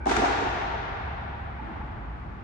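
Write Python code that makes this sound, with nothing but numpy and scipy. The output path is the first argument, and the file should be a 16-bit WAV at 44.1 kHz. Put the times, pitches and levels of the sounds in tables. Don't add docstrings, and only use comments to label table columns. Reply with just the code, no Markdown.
import sys
import numpy as np
from scipy import signal
from scipy.fft import rfft, irfft
from scipy.io import wavfile

SR = 44100
rng = np.random.default_rng(int(sys.argv[2]) if len(sys.argv) > 2 else 0)


def field_ratio(decibels):
    return 10 ** (np.asarray(decibels, dtype=float) / 20)


def wav_out(sig):
    wavfile.write(sys.argv[1], SR, np.round(np.clip(np.atleast_2d(sig).T, -1, 1) * 32767).astype(np.int16))


N = 107295
BLOW_N = 4096
STRIKE_S = 0.056
RING_RISE_S = 0.0033


def evened(x):
    return x / np.sqrt(np.mean(x ** 2) + 1e-20)


def read(points, hz):
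    f, value = np.transpose(points)
    return np.interp(np.log(hz + 1), np.log(f + 1), value)


def modes(table, rise_s):
    t = np.arange(BLOW_N) / SR
    ringing = sum(field_ratio(db - 60 * t / t60) * np.sin(2 * np.pi * hz * t) for hz, db, t60 in table)
    blow = ringing * (1 - np.exp(-(t / rise_s) ** 2))
    return blow / np.linalg.norm(blow)


def click(colour):
    log_gain = np.log(field_ratio(read(colour, abs(np.fft.fftfreq(BLOW_N, 1 / SR)))))
    blow = np.fft.ifft(np.exp(np.conj(signal.hilbert(log_gain)))).real
    return blow / np.linalg.norm(blow)


def paired(left, other, hz):
    # pitch_hz, likeness (0 to 1)
    likeness = [(60, 0.93), (150, 0.84), (300, 0.82), (600, 0.12), (1500, 0.13), (4000, 0.12),
                (10000, 0.12)]
    lag_s, lag_from_hz = 0.000419, 81
    same = np.clip(read(likeness, hz), -1, 1)
    late = np.exp(-2j * np.pi * lag_s * np.maximum(hz - lag_from_hz, 0))
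    return np.array([left, same * late * left + np.sqrt(1 - same ** 2) * other])


def diffuse(shape_db, size):
    # pitch_hz, left_right_db
    lean = [(60, -2.5), (220, 0.5), (830, 1), (3060, 2), (11400, 6)]
    hop = size // 4
    hz = np.fft.rfftfreq(size, 1 / SR)[:, None]
    t = np.arange(N // hop + 5) * hop / SR
    a, b, c, d = rng.standard_normal((len(t), len(hz), 4)).T
    side = np.array([0.5, -0.5])[:, None, None]
    spectra = paired(a + 1j * b, c + 1j * d, hz) * field_ratio(side * read(lean, hz) + shape_db(hz, t))
    noise = signal.istft(spectra, nperseg=size, noverlap=size - hop)[1]
    return noise[:, :N] / np.sqrt(size / 2)


def hall(start_s):
    # pitch_hz, t60_s
    decay = [(150, 0.94), (300, 2), (600, 4.26), (1000, 4.77), (2000, 4.75), (4000, 2.92), (7000, 1.42),
             (11000, 0.83)]
    return diffuse(lambda hz, t: -60 * np.maximum(t - start_s, 0) / read(decay, hz), size=512)


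def washed(tail, level_db, blow, start_s, build_s):
    since = np.maximum(np.arange(N) / SR - start_s, 0)
    fill = 1 - np.exp(-(since / build_s) ** 0.93)
    return signal.oaconvolve(field_ratio(level_db) * fill * tail, blow[None], axes=1)[:, :N]


def echoes(rows, blow, since_s):
    air_db_per_s = 56
    out = np.zeros((2, N + BLOW_N))
    t = np.arange(BLOW_N) / SR
    hz = np.fft.rfftfreq(2 * BLOW_N, 1 / SR)
    for start_s, level_db, left_right_db, spread_s in rows:
        a, b = rng.standard_normal((2, BLOW_N)) * np.exp(-(t / spread_s) ** 2)
        scattered = paired(rfft(a, 2 * BLOW_N), rfft(b, 2 * BLOW_N), hz) * rfft(blow, 2 * BLOW_N)
        air = field_ratio(-air_db_per_s * (start_s - since_s) * (hz / 10 ** 4) ** 2)
        clump = irfft(scattered * air)[:, :BLOW_N]
        clump = clump / np.sqrt((clump ** 2).mean(axis=1, keepdims=True))
        gain = field_ratio([[level_db + 12.5 + left_right_db / 2], [level_db + 14.5 - left_right_db / 2]])
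        out[:, round(start_s * SR):][:, :BLOW_N] += gain * clump
    return out[:, :N]


def blowers():
    # start_s, pitch_hz, level_db
    drone_path = [(0.0, 57.32, -36.5), (0.68, 58.29, -45.5), (0.8, 58.3, -42), (0.83, 60.6, -60),
                  (0.99, 66.3, -39), (1.23, 71.22, -38.5), (1.51, 71.88, -42.5), (1.61, 58.4, -44),
                  (1.73, 66.4, -39.5), (1.85, 65.7, -40), (1.98, 47.3, -52), (2.07, 54.8, -35),
                  (2.19, 60.8, -38.5), (2.43, 59.4, -54)]
    # pitch_hz, level_db (per Hz)
    wash_colour = [(22, -31), (45, 0.5), (110, -8.5), (220, -15.5), (550, -25.5), (1300, -24.5),
                   (4000, -50), (12000, -78.5)]
    overtone_hz, overtone_width_hz, overtone_db, wash_db = 100.6, 36, -48.5, -38
    t = np.arange(N) / SR
    s, hz, db = np.transpose(drone_path)
    phase = 2 * np.pi * np.cumsum(np.interp(t, s, hz)) / SR
    drone = np.sqrt(2) * field_ratio(np.interp(t, s, db)) * np.sin(phase)

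    r = np.exp(-np.pi * overtone_width_hz / SR)
    fuzz = rng.standard_normal(N) + 1j * rng.standard_normal(N)
    for _ in range(2):
        fuzz = signal.lfilter([1 - r], [1, -r], fuzz)
    overtone = field_ratio(overtone_db) * evened((fuzz * np.exp(2j * np.pi * overtone_hz * t)).real)

    wash = evened(diffuse(lambda hz, t: read(wash_colour, hz) + 0 * t, size=2048))
    return drone + overtone + field_ratio(wash_db) * wash


def earlier():
    # pitch_hz, level_db, t60_s
    old_ring = [(415, -6, 0.016), (862, -7, 0.025), (1515, -3.5, 0.018), (2270, -5, 0.011)]
    blow = modes(old_ring, RING_RISE_S)
    return field_ratio(-41) * signal.oaconvolve(hall(0), blow[None], axes=1)[:, :N]


def bounces():
    # start_s, ring_db, thud_db, left_right_db
    hits = [
        (1.593, -47.5, -50.5, -5),
        (1.628, -52.5, -57, 8),
        (1.669, -64, -68, 1),
        (1.711, -54, -52, 0),
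        (1.756, -53, -55, 2),
        (1.81, -51, -52, 2),
    ]
    # pitch_hz, level_db, t60_s
    pock_modes = [(874, 0.015, 0.023)]
    # pitch_hz, level_db, t60_s
    thud_modes = [(231.4, 0.33, 0.038), (309, -2.4, 0.036)]
    # pitch_hz, level_db (per Hz)
    scuff_colour = [(350, -17), (750, 6.5), (1400, 1), (2400, -8.5), (3500, -17), (5000, -29),
                    (9000, -49.5)]
    rise_s, thud_lag_s, build_s = 0.01, 0.01343, 0.059
    first_s = hits[0][0]
    out = np.zeros((2, N + BLOW_N))
    tail = hall(first_s)
    pock, thud = modes(pock_modes, rise_s), modes(thud_modes, rise_s)
    late_thud = np.roll(evened(thud), round(thud_lag_s * SR))
    for start_s, ring_db, thud_db, left_right_db in hits:
        hit = field_ratio(ring_db) * evened(pock) + field_ratio(thud_db) * late_thud
        gain = field_ratio([[left_right_db / 2], [-left_right_db / 2]])
        out[:, round(start_s * SR):][:, :BLOW_N] += gain * hit
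    tails = [(-47, pock), (-37.5, thud), (-40, click(scuff_colour))]  # level_db, blow
    return out[:, :N] + sum(washed(tail, db, blow, first_s, build_s) for db, blow in tails)


def strike():
    # start_s, level_db, left_right_db, spread_s
    ring_echoes = [(.0562, -49.5, 11, 0.024), (.066, -43.5, -0.5, 0.012), (.097, -50.5, 10, 0.0072),
                   (.113, -44.5, -4.5, 0.013), (.218, -48.5, -10, 0.016), (.238, -40.5, 5, 0.024),
                   (.264, -51.5, 0, 0.025), (.293, -52.5, 6, 0.054), (.455, -49.5, 4, 0.026),
                   (.612, -49.5, 10, 0.04), (.738, -52, 6, 0.012), (.845, -64, 5, 0.014)]
    # start_s, level_db, left_right_db, spread_s
    knock_echoes = [(.058, -50, 2, 0.0055), (.072, -48.5, -3, 0.039), (.105, -49, 7, 0.015),
                    (.165, -49, 0, 0.036), (.188, -49, -1, 0.012), (.222, -47.5, 7.5, 0.016),
                    (.298, -55.5, 14, 0.004), (.418, -54, -3.5, 0.013)]
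    # start_s, level_db, left_right_db, spread_s
    crack_echoes = [(.0562, -66, 8, .006), (.0668, -63, 1.5, 0.0057), (.0937, -53.5, -2, 0.012),
                    (.111, -50.5, -1, 0.021), (.1651, -49.5, 8, 0.0061), (.185, -66.5, -24, 0.02),
                    (.247, -53, -4, 0.022), (.324, -65.5, -5, 0.005)]
    # pitch_hz, level_db, t60_s
    ring_modes = [(752, 6, 0.015), (807.3, -2, 0.034), (879.3, -2, 0.027), (1083, -16.5, 0.0084),
                  (1231, -13, 0.029)]
    # pitch_hz, level_db, t60_s
    knock_modes = [(226.7, -11.5, 0.026), (278.3, -1.5, 0.036), (369.4, 3, 0.023), (414.6, -3, 0.024)]
    # pitch_hz, level_db (per Hz)
    crack_colour = [(500, -16.5), (1400, 2.5), (2100, -4), (3000, -10), (3600, -9.5), (4600, -15.5),
                    (6600, -15), (11500, -34)]
    parts = [  # echoes, tail level_db, blow, build_s for the dome to fill
        (ring_echoes, -23.5, modes(ring_modes, RING_RISE_S), 0.067),
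        (knock_echoes, -25, modes(knock_modes, 0.0055), 0.083),
        (crack_echoes, -24.5, click(crack_colour), 0.055),
    ]
    tail, out = hall(STRIKE_S), 0
    for rows, tail_db, blow, build_s in parts:
        out = out + echoes(rows, blow, STRIKE_S) + washed(tail, tail_db, blow, STRIKE_S, build_s)
    return out


def scene():
    return blowers() + earlier() + bounces() + strike()


def top_cut(x):
    return signal.sosfilt(signal.butter(12, 11960, fs=SR, output="sos"), x)


def record(dry):
    treble_cut = signal.butter(4, 12000, fs=SR, output="sos")
    low_cut = signal.butter(4, 44, "high", fs=SR, output="sos")
    fade = np.minimum(np.arange(N)[::-1] / SR / 0.004, 1)
    mix = signal.sosfilt(np.vstack([treble_cut, low_cut]), dry) * fade
    return top_cut(mix)


dry = scene()
out = record(dry)
wav_out(out)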